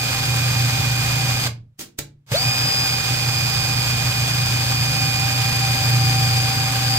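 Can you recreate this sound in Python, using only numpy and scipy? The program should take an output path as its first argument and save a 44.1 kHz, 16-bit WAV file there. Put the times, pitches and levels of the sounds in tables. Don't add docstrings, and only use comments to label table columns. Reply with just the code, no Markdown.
import sys
import numpy as np
from scipy import signal
from scipy.fft import rfft, irfft
from scipy.io import wavfile
from scipy.ndimage import uniform_filter1d

SR = 44100
rng = np.random.default_rng(int(sys.argv[2]) if len(sys.argv) > 2 else 0)


def int16_out(signal):
    q = np.round(np.clip(np.atleast_2d(signal).T, -1, 1) * 32767)
    wavfile.write(sys.argv[1], SR, q.astype(np.int16))


N = 307818
TIME, BINS = np.arange(N) / SR, np.fft.rfftfreq(N, 1 / SR)
LEFT_LAG_S = 6 / SR
START_AT_S, LEAD_IN_S = 2.317, .053


def amp(db):
    return 10 ** (np.asarray(db) / 20)


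def unit_rms(x):
    return x / np.sqrt(np.mean(abs(x) ** 2) + 1e-20)


def spectrum(points, hz=BINS):
    f, value = np.transpose(points)
    return np.interp(np.log(hz + 1), np.log(f + 1), value)


def curves(table):
    time_s, *columns = np.transpose(table)
    return [np.interp(TIME, time_s, column) for column in columns]


def panned(lean_db):
    pair = amp(np.array([[.5], [-.5]]) * lean_db)
    return pair / np.sqrt((pair ** 2).mean(0))


def flutter(width_hz):
    coarse = TIME[::32]
    white = rng.standard_normal(len(coarse)) + 1j * rng.standard_normal(len(coarse))
    pole = np.exp(-np.pi * width_hz * coarse[1])
    return np.interp(TIME, coarse, unit_rms(signal.lfilter([1], [1, -2 * pole, pole ** 2], white)))


def noise(colour_db):
    # frequency_hz, coherence
    likeness = [(60, 0.96), (240, 1), (500, 1), (950, 0.3), (2000, 0.57), (7500, 0.04), (15000, 0.21)]
    # frequency_hz, lean_db
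    balance = [(60, -2), (330, -2), (500, -2.5), (770, 0.5), (1170, -4.5), (1790, -2.5), (2740, -3),
               (3600, -4.5), (4700, 2), (6300, -0.5), (7800, -1.5), (9400, -7), (12000, -3.5), (15000, -3)]
    common, separate = rfft(rng.standard_normal((2, N)))
    coherence = spectrum(likeness)
    left = common * np.exp(-2j * np.pi * BINS * LEFT_LAG_S)
    right = coherence * common + np.sqrt(1 - coherence ** 2) * separate
    return unit_rms(irfft(np.array([left, right]) * panned(spectrum(balance)) * amp(colour_db), N))


def order_tones(turns, orders, width_hz):
    out = np.zeros((2, N))
    for line in orders:
        swing = np.sqrt(1 - line["unsteady"] ** 2) + line["unsteady"] * flutter(width_hz)
        phase = 2 * np.pi * (line["order"] * turns + rng.random())
        tone = np.sqrt(2) * (swing * np.exp(1j * phase)).real
        delayed = np.interp(TIME - LEFT_LAG_S, TIME, tone)
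        out += amp(line["db"]) * panned(line["lean_db"]) * np.array([delayed, tone])
    return out


def rotor():
    # time_s, speed_hz
    running_speed = [(0, 121.65), (1.25, 121.5), (1.44, 121.05), (2.4, 123.1), (2.68, 123.05),
                     (2.97, 122.0), (4.55, 121.9), (5.45, 121.7), (6.1, 120.85), (6.98, 120.95)]
    brake_at_s, brake_s, silent_at_s, wind_up_s = 1.443, .063, 1.473, .025
    release_db_per_s, swell_db_per_s = 1242, 500
    cruise_hz, = curves(running_speed)
    since_start = TIME - START_AT_S
    braking = np.exp(-(np.maximum(TIME - brake_at_s, 0) / brake_s) ** 2)
    winding = 1 - np.exp(-np.maximum(since_start, 0) / wind_up_s)
    release = amp(np.clip(release_db_per_s * (silent_at_s - TIME), -100, 0))
    lead_in = (since_start > -LEAD_IN_S) * amp(-8 + swell_db_per_s * np.minimum(since_start, 0))
    return cruise_hz * np.maximum(braking, winding), np.where(since_start > 0, 1, release + lead_in)


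def gear_tones(speed_hz, turns):
    # time_s, growl_db, mesh_db, whine_db, whine_lean_db
    load_levels = [(0, -38.5, -35, -38.5, -1), (.9, -37.5, -34, -37.5, 4), (1.44, -37, -35, -37, 3),
                   (2.45, -38.5, -33.5, -30.5, 2), (2.75, -39.5, -35.5, -26.5, 4),
                   (3.05, -41.5, -34, -34, -5.5), (3.55, -40.5, -34.5, -31, -7.5),
                   (4.05, -41.5, -34, -34.5, -1.5), (4.55, -41.5, -36, -33.5, 3),
                   (5, -35.5, -33, -30.5, -1), (5.5, -35.5, -33.5, -33.5, 0), (5.8, -35, -34, -31, 8),
                   (6.5, -35.5, -34, -31, 7), (6.78, -34, -38, -36, 5), (6.98, -33, -38, -27, 3)]
    # order, db, lean_db, unsteady
    growl_orders = [dict(order=6.43, db=-1, lean_db=1.5, unsteady=.42),
                    dict(order=6.54, db=-11, lean_db=0, unsteady=.7)]
    # order, db, lean_db, unsteady
    mesh_orders = [dict(order=19, db=-13, lean_db=-5, unsteady=.5),
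                   dict(order=20, db=4, lean_db=-11, unsteady=.2),
                   dict(order=21, db=-7.5, lean_db=-9, unsteady=.3)]
    # order, db, lean_db, unsteady
    rotor_orders = [dict(order=25, db=-51, lean_db=-2, unsteady=.7),
                    dict(order=28, db=-48, lean_db=-3, unsteady=.7),
                    dict(order=30, db=-49, lean_db=-3, unsteady=.7),
                    dict(order=51.42, db=-44.5, lean_db=1, unsteady=.55),
                    dict(order=60, db=-47, lean_db=0, unsteady=.5),
                    dict(order=61.3, db=-51, lean_db=-2, unsteady=.7)]
    # order, db, lean_db, unsteady
    drone_orders = [dict(order=2.21, db=-6.5, lean_db=-2, unsteady=.65)]
    # order, db, lean_db, unsteady
    whine_orders = [dict(order=39, db=-5.5, lean_db=2, unsteady=.35),
                    dict(order=40 - 2 / 9, db=-8, lean_db=2, unsteady=.3),
                    dict(order=40, db=5, lean_db=-2, unsteady=.12),
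                    dict(order=40 + 2 / 9, db=-11, lean_db=-2, unsteady=.3),
                    dict(order=41, db=-15, lean_db=1, unsteady=.3)]
    growl_db, mesh_db, whine_db, whine_lean_db = curves(load_levels)
    pace = speed_hz / speed_hz.max()
    housing_hz, housing_width_hz, grunt_db, yelp_db = 577, 95, 7, 27
    detuning = (speed_hz * growl_orders[0]["order"] - housing_hz) / housing_width_hz
    housing = 1 + amp(np.where(TIME > START_AT_S, yelp_db, grunt_db)) * np.exp(-detuning ** 2)
    growl = amp(growl_db) * housing * order_tones(turns, growl_orders, width_hz=32)
    mesh = amp(mesh_db) * order_tones(turns, mesh_orders, width_hz=30)
    singing = order_tones(turns, rotor_orders, width_hz=36)
    drone = amp(growl_db) * order_tones(turns, drone_orders, width_hz=41)
    strain_db, full_strain_hz_per_s = 6, 300
    strain = np.clip(np.gradient(speed_hz) * SR / full_strain_hz_per_s, 0, 1) * pace ** 2
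    whine_gain = amp(whine_db + strain_db * strain) * panned(whine_lean_db)
    whine = whine_gain * order_tones(turns, whine_orders, width_hz=26)
    return pace * (growl + whine) + pace ** 8 * (mesh + singing + drone)


def rush(turns, drive):
    # frequency_hz, density_db
    rush_colour = [(200, -1), (380, -4.5), (600, 3.5), (900, 1.5), (1600, -1), (2700, -2), (4200, 0.5),
                   (5100, -2), (5900, -3), (8400, -4), (9500, -8), (10900, -12), (13600, -8.5),
                   (15800, -18.5)]
    # centre_hz, width_hz, gain_db
    shell = [(632, 96, -6), (1209, 78, 4), (1602, 173, 6.5), (2130, 220, 3.5), (2480, 336, 7),
             (3035, 69, 3.5), (3426, 700, 4.5), (3960, 110, -2.5), (4140, 230, 2.5), (4140, 81, -3.5),
             (4880, 440, 8.5), (5930, 250, 1), (6220, 200, 7), (7390, 452, 5.5), (8740, 400, 1),
             (11950, 2000, 4), (13750, 450, -1), (14800, 1300, 7)]
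    rotor_angle = 2 * np.pi * turns
    carrier_angle = 2 / 9 * rotor_angle
    throb = 1 + .085 * np.cos(rotor_angle) + .06 * np.cos(carrier_angle) + .16 * flutter(110).real
    shell_db = sum(db / (1 + (2 * (BINS - hz) / width) ** 2) for hz, width, db in shell)
    colour_db = spectrum(rush_colour) + shell_db
    envelope = amp(-24.5) * drive * throb
    return envelope * noise(colour_db), amp(-7) * envelope * noise(colour_db)


def bench_shaking(speed_hz, drive):
    # time_s, level_db
    shake_levels = [(0, -28.5), (.18, -29), (.29, -22.5), (.85, -22), (1.3, -24), (1.46, -26.5),
                    (2.33, -29.5), (2.95, -27.5), (3.5, -24.5), (4.7, -23), (5.3, -24.5), (6.1, -18),
                    (6.75, -26), (6.98, -26)]
    # order, db, lean_db, unsteady
    shake_orders = [dict(order=5 / 9, db=-20, lean_db=0, unsteady=.45),
                    dict(order=7 / 9, db=-17, lean_db=-2, unsteady=.45),
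                    dict(order=8 / 9, db=-18, lean_db=-2, unsteady=.4),
                    dict(order=1, db=0, lean_db=-1, unsteady=.19),
                    dict(order=11 / 9, db=-11, lean_db=-3, unsteady=.45)]
    # frequency_hz, density_db
    rumble_colour = [(15, -29), (35, -29), (65, -8), (95, 4.5), (120, 5), (150, -0.5), (185, -6), (230, -9),
                     (280, -11), (400, -23), (900, -70)]
    rock_db, rock_hz, rock_fade_s, rock_lag_s = 7, 6.3, .9, .005
    age = np.maximum(TIME - START_AT_S, 0)
    rocking = (age > 0) * np.exp(-age / rock_fade_s) * np.cos(2 * np.pi * rock_hz * (age - rock_lag_s))
    shake_db = curves(shake_levels)[0] + rock_db * rocking
    bench_turns = np.cumsum(np.maximum(speed_hz, 117)) / SR
    hum = amp(shake_db) * order_tones(bench_turns, shake_orders, width_hz=8.6)
    rumble = amp(-31.5 + .5 * (shake_db - np.median(shake_db))) * noise(spectrum(rumble_colour))
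    t60_s, hum_cut_at_s = .52, 1.735
    fall = TIME * np.log(1000) / t60_s
    ringing = np.exp(np.maximum.accumulate(np.log(drive) + fall) - fall)
    audible = (TIME < hum_cut_at_s) | (TIME > START_AT_S - LEAD_IN_S)
    return uniform_filter1d(1. * audible, size=400) * ringing * (hum + rumble)


def knocks():
    # peak_s, level_db, rise_s, decay_s, thud_db
    impacts = [(1.479, -41, 0.0016, 0.0042, -41), (1.794, -29.5, 0.0031, 0.011, -47.5),
               (1.811, -31, 0.0049, 0.021, -61), (1.99, -17, 0.0027, 0.004, -37.5),
               (2.29, -56.5, 0.0011, .006, -56), (2.316, -39, .001, 0.0035, -28.5)]
    # frequency_hz, density_db
    burst_colour = [(80, -9), (250, 4), (600, -4.5), (1100, -6), (1800, -5), (3200, -2), (7000, -0.5),
                    (9000, -2.5), (10000, -7), (15500, -4.5)]
    # pitch_hz, level_db, t60_s
    bench_modes = [(110.8, -6, 0.85), (142, 0.5, 0.79), (292, -22, 0.19), (450, -3.5, 0.25), (580, -4, 0.2),
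                   (853, -10, 0.25)]
    envelope, blows = np.zeros(N), np.zeros(N)
    for peak_s, level_db, rise_s, decay_s, thud_db in impacts:
        envelope += amp(level_db) * np.exp(-np.maximum((peak_s - TIME) / rise_s, (TIME - peak_s) / decay_s))
        blows[round(peak_s * SR)] += amp(thud_db)
    age = TIME[:SR]
    ring = sum(amp(db - 60 * age / t60) * np.sin(2 * np.pi * hz * age) for hz, db, t60 in bench_modes)
    return envelope * noise(spectrum(burst_colour)), signal.fftconvolve(blows, ring)[:N]


def room(sound):
    # frequency_hz, t60_s
    decay_times = [(120, 0.59), (300, 0.44), (900, 0.25), (4500, 0.21), (9000, 0.17), (15000, 0.14)]
    slots = np.arange(200, SR - 20, 20)
    arrivals = slots + rng.integers(0, 20, (2, len(slots)))
    taps = np.zeros((2, SR))
    np.put_along_axis(taps, arrivals, rng.choice([-1., 1.], arrivals.shape), 1)
    hz, age, bands = signal.stft(taps, SR, nperseg=256)
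    bands[1, hz < 300] = bands[0, hz < 300]
    decay = amp(-60 * age / spectrum(decay_times, hz)[:, None])
    tail = signal.istft(bands * decay, SR, nperseg=256)[1]
    return signal.fftconvolve(sound, tail / np.linalg.norm(tail[0]), axes=1)[:, :N]


def scene():
    # frequency_hz, density_db
    air_colour = [(30, -6.5), (130, -8), (400, -26), (2000, -27.5), (15000, -42.5)]
    speed_hz, drive = rotor()
    jitter = .00079 * flutter(width_hz=22).real
    turns = np.cumsum(speed_hz * (1 + jitter)) / SR
    tones = drive * gear_tones(speed_hz, turns)
    direct_rush, room_rush = rush(turns, drive)
    shaking = bench_shaking(speed_hz, drive)
    bursts, thuds = knocks()
    direct = tones + direct_rush + shaking + bursts + thuds
    reverberation = room(amp(-21) * tones + room_rush + amp(-5.5) * bursts)
    return direct + reverberation + amp(-72.5) * noise(spectrum(air_colour))


def record(dry):
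    cutoff_hz = 15780
    low_pass = signal.firwin(511, cutoff_hz, window=("kaiser", 9), fs=SR)
    return signal.oaconvolve(dry, low_pass[None], "same")


dry = scene()
out = record(dry)
int16_out(out)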